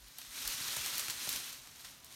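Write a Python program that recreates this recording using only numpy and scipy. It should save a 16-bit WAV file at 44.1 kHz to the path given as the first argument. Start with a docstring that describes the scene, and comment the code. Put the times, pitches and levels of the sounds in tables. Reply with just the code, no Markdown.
"""An elephant hauls on a thorn tree's crown with its trunk; mono, across open ground.
First, quiet outdoor air and a few twigs snapping, each a run of fibre cracks. By 0.4 s thousands of
dry leaves and twigs tick against each other in one long swell. Up to 1.4 s thick branches knock
and louder twigs snap, over soft, deep bumps. Then the rustle sinks, leaving a few faint snaps."""
import sys
import numpy as np
from scipy import signal
from scipy.io import wavfile
from scipy.ndimage import uniform_filter1d

SR = 44100
rng = np.random.default_rng(int(sys.argv[2]) if len(sys.argv) > 2 else 0)


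def master_out(mix):
    """Clip the mix to full scale and print it as 16-bit PCM to the path in sys.argv[1]."""
    frames = np.transpose(np.atleast_2d(mix))
    ceiling = np.clip(frames, -1, 1)
    pcm = np.round(ceiling * 32767).astype(np.int16)
    wavfile.write(sys.argv[1], SR, pcm)


N = 94815

# shake of the crown: t/s, level/dB
SHAKE_ENVELOPE = [(0, -61.5), (.17, -55), (.2, -53.5), (.29, -52.5), (0.381, -43), (.45, -43), (.5, -41),
                  (.56, -42), (.68, -39.5), (.8, -40.5), (.87, -39.5), (1.02, -40.5), (1.16, -44.3),
                  (1.255, -40.5), (1.285, -43), (1.35, -39), (1.44, -45), (1.53, -48.5), (1.62, -54.5),
                  (1.72, -56.5), (1.87, -52.5), (2.02, -61), (2.15, -53.5)]
# dry foliage rustle, including the microphone's dip near 10.5 kHz: f/Hz, relative level/dB
RUSTLE_SPECTRUM = [(60, -15), (130, -8.5), (190, -13), (265, -4.5), (330, -9.5), (460, -11), (800, -10.5),
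                   (1100, -4), (2000, -2.5), (3000, -1), (4200, 1), (4900, -2), (5400, 0), (6500, -0.5),
                   (7600, -4.5), (9500, -3), (10400, -9.5), (11900, -4.5), (14000, -9), (16000, -20.5)]
# extra filter on single ticks: f/Hz, level/dB
TICK_EQ = [(300, -9.5), (1500, -6), (4000, -0.5), (8000, -0.5), (15000, 5)]


def rustle(peak_ticks_per_s=2600, ticks_db=-6, hiss_db=-0.5, clump_db=2, swish_db=0.7):
    """A harder shake makes leaves collide more often and more strongly."""
    shake = amp(np.interp(np.arange(N) / SR, *np.transpose(SHAKE_ENVELOPE)))
    crowding = (shake / shake.max()) ** 0.7
    clumps = wander(step_s=0.011)  # leaves collide in clumps
    ticks = leaf_ticks(peak_ticks_per_s * crowding, low_hz=840, high_hz=15340, spread_db=3)
    ticks = ticks / np.sqrt(crowding) * amp(clump_db * clumps)  # power independent of rate
    ticks = unit(scatter(colour(colour(ticks, RUSTLE_SPECTRUM), TICK_EQ)))
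    hiss = unit(colour(leaf_hiss(), RUSTLE_SPECTRUM) * amp(swish_db * clumps))
    return shake * (amp(ticks_db) * ticks + amp(hiss_db) * hiss)


def leaf_ticks(rate_per_s, low_hz, high_hz, spread_db, pitches=32, decay_cycles=2.1):
    """Sparse contacts, each ringing one leaf or twig for a few cycles."""
    out, t = np.zeros(N), np.arange(SR // 100) / SR
    sizes = amp(spread_db * np.minimum(rng.exponential(1, N), 3.6))
    contacts = rng.random(N) < rate_per_s / SR
    pitch_index = rng.integers(0, pitches, N)
    impulses = sizes * contacts * rng.choice([-1, 1], N)
    for k, hz in enumerate(np.linspace(low_hz, high_hz, pitches)):
        ring = np.sin(2 * np.pi * hz * t) * np.exp(-t * hz / decay_cycles)
        out += signal.oaconvolve(impulses * (pitch_index == k), unit(ring))[:N]
    return unit(out)


def leaf_hiss(patch_db=0.5, frame=256):
    """Countless faint leaf contacts merge into a patchy hiss."""
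    spectrogram = signal.stft(rng.standard_normal(N), nperseg=frame)[2]
    patches = uniform_filter1d(rng.standard_normal(spectrogram.shape), size=6, axis=0)
    patches = unit(uniform_filter1d(patches, size=8, axis=1))
    return signal.istft(spectrogram * amp(patch_db * patches), nperseg=frame)[1][:N]


# twig breaks: t/s, level/dB, tear time/s, tilt/(dB/octave)
TWIG_BREAKS = [(.044, -50, 0.00061, -3), (.084, -46, 0.00058, 12), (.185, -34.5, 0.00079, 12),
               (.187, -47, 0.0044, -3.5), (0.2147, -47.5, 0.0065, -2), (.2495, -53, 0.0036, -4.5),
               (.4763, -29, 0.0024, 5), (.7625, -35, 0.00088, -3), (0.7656, -36.5, 0.007, -0.5),
               (.8615, -28.5, 0.001, -2.5), (.981, -28, 0.0013, 3), (.994, -34.5, 0.0053, 0),
               (1.0825, -35.5, 0.0035, -3.5), (1.0988, -33.5, .003, -1.5), (1.104, -36.5, 0.0047, 3),
               (1.291, -29.5, 0.0018, 1.5), (1.2935, -31, 0.002, 16.5), (1.3281, -34, 0.0022, 2),
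               (1.361, -34, 0.0019, 1.5), (1.5285, -42.5, 0.0017, 0), (1.673, -47, 0.0018, -3.5),
               (1.846, -49.5, .012, -3.5), (2.0455, -45.5, 0.0018, 7), (2.1252, -49.5, 0.0027, 2)]
# snapping twigs, including the microphone's dip near 10.5 kHz: f/Hz, relative level/dB
SNAP_SPECTRUM = [(200, -37), (900, -14.5), (2000, -7), (3800, -4), (6500, -3), (9000, -3.5), (10500, -9),
                 (12000, -5.5), (16000, -13.5)]


def twig_snaps(fibres_per_s=18000, spread_db=3):
    """Each twig breaks as a quick, fading run of fibre cracks."""
    out, t = np.zeros(N), np.arange(SR // 16) / SR
    for start_s, db, tear_s, tilt_db in TWIG_BREAKS:
        cracks = (rng.random(len(t)) < fibres_per_s / SR) | (t == 0)
        sizes = rng.choice([-1, 1], len(t)) * amp(spread_db * rng.standard_normal(len(t)))
        fade = np.exp(-(t / tear_s) ** 2)
        snap = colour(cracks * sizes * fade, SNAP_SPECTRUM, tilt_db)
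        add(out, start_s, amp(db) * np.sqrt(tear_s * SR) * snap / np.linalg.norm(snap))
    return scatter(out)


# blows on thick branches: t/s, level/dB, tilt/(dB/octave)
BRANCH_BLOWS = [(.541, -56.5, -3), (.604, -53.5, -5), (0.767, -49, 3.5), (0.784, -54, -14),
                (1.085, -55.5, -5.5), (1.273, -47.5, 2.5), (1.335, -61.5, 0), (1.353, -55, 0.5),
                (1.372, -59, -1)]
# branch modes: nominal f/Hz, relative level/dB, decay/s
BRANCH_MODES = [(81, -8.5, 0.011), (136, -1.5, 0.014), (209, -2, 0.0091), (277, -1, 0.0057),
                (604, -0.5, 0.0046), (805, -0.5, 0.0023), (970, 2.5, 0.0024)]


def branch_knocks(scuff_db=-9, scuff_decay_s=0.0057):
    """Blows ring the heavily damped modes of thick wood, with a scuff of bark."""
    out, t = np.zeros(N), np.arange(SR // 8) / SR
    bark_band = signal.butter(2, [150, 1400], "band", fs=SR, output="sos")
    onset = slice(SR // 100)
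    for start_s, db, tilt_db in BRANCH_BLOWS:
        ring = np.zeros(len(t))
        for k, (hz, mode_db, decay_s) in enumerate(BRANCH_MODES):
            gain = (-1) ** k * amp(mode_db + tilt_db * np.log2(hz))
            detune = rng.uniform(0.88, 1.05)
            ring += gain * np.sin(2 * np.pi * hz * detune * t) * np.exp(-t / decay_s)
        scuff = signal.sosfilt(bark_band, rng.standard_normal(len(t))) * np.exp(-t / scuff_decay_s)
        knock = ring / ring[onset].std() + amp(scuff_db) * scuff / scuff[onset].std()
        add(out, start_s, amp(db) * knock)
    return out


# soft, deep bumps: t/s, level/dB, centre f/Hz, length/s
DEEP_BUMPS = [(0, -60.5, 47.7, 0.11), (0.274, -64, 46.3, 0.051), (0.446, -53, 39.4, 0.068),
              (0.779, -59, 64, 0.056), (0.922, -66, 51.5, 0.06), (1.277, -65, 55, .05),
              (1.331, -67, 49.7, 0.055)]


def deep_bumps(pitch_sag=0.66):
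    """A few low cycles swell and fade as their pitch sinks."""
    out = np.zeros(N)
    for start_s, db, hz, length_s in DEEP_BUMPS:
        progress = np.linspace(0, 1, int(length_s * SR))
        cycles = np.cumsum(hz * (1 + pitch_sag * (0.5 - progress))) / SR
        swell = np.sin(np.pi * progress ** 0.7)
        add(out, start_s, amp(db) * np.sqrt(2) * swell * np.sin(2 * np.pi * cycles))
    return out


# still outdoor air, relative spectrum: f/Hz, level/dB
AIR_SPECTRUM = [(15, -26), (28, -15), (45, -2.5), (85, -3.5), (140, -0.5), (200, -9), (260, -6), (400, -13),
                (1000, -10), (3000, -17), (8000, -29), (16000, -28)]


def outdoor_air(midway_db=-65.5, rise_db_per_s=2, stray_db=-73.5):
    """A quiet, slowly rising noise floor; stray bits of dry leaf tick throughout."""
    stray = leaf_ticks(rate_per_s=430, low_hz=3940, high_hz=15000, spread_db=7.5)
    stray = unit(scatter(colour(stray, RUSTLE_SPECTRUM)))
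    floor = unit(colour(rng.standard_normal(N), AIR_SPECTRUM))
    rise = amp(rise_db_per_s * (np.arange(N) - N / 2) / SR)
    return amp(midway_db) * rise * floor + amp(stray_db) * stray


def scatter(x, echo_db=-5, decay_s=0.02):
    """Adds the short, diffuse echo of crown and ground."""
    t = np.arange(SR // 8) / SR
    tail = rng.standard_normal(len(t)) * np.exp(-t / decay_s) * (t > 0.001)
    return x + amp(echo_db) * signal.fftconvolve(x, tail / np.linalg.norm(tail))[:N]


def colour(x, spectrum, tilt_db=0, size=4096):
    """Minimum-phase, unit-energy filter: spectrum plus tilt_db per octave."""
    table_hz, table_db = np.transpose(spectrum)
    hz = abs(np.fft.fftfreq(size, 1 / SR))
    db = np.interp(np.log(hz + 1), np.log(table_hz + 1), table_db)
    db += tilt_db * np.log2(np.clip(hz, table_hz[0], table_hz[-1]))
    log_response = np.conj(signal.hilbert(np.log(amp(db))))
    taps = np.fft.ifft(np.exp(log_response)).real[:size // 2]
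    return signal.fftconvolve(x, taps / np.linalg.norm(taps))[:len(x)]


def wander(step_s):
    """Random curve, rms 1, one point per step_s."""
    return unit(np.interp(np.arange(N) / SR / step_s, np.arange(N), rng.standard_normal(N)))


def amp(db):
    """dB to gain."""
    return 10 ** (np.asarray(db) / 20)


def unit(x):
    """Scales to rms 1."""
    return x / np.sqrt(np.mean(x ** 2) + 1e-20)


def add(mix, start_s, sound):
    """Mixes sound in at start_s."""
    part = mix[round(start_s * SR):][:len(sound)]
    part += sound[:len(part)]


def scene():
    """All sources, identical in both channels."""
    mono = rustle() + twig_snaps() + branch_knocks() + deep_bumps() + outdoor_air()
    return np.tile(mono, (2, 1))


def record(dry):
    """Steep low-pass."""
    cutoff_hz = 16250
    taps = signal.firwin(401, cutoff_hz, window=("kaiser", 8), fs=SR)
    return signal.oaconvolve(dry, taps[None], "same")


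dry = scene()
out = record(dry)
master_out(out)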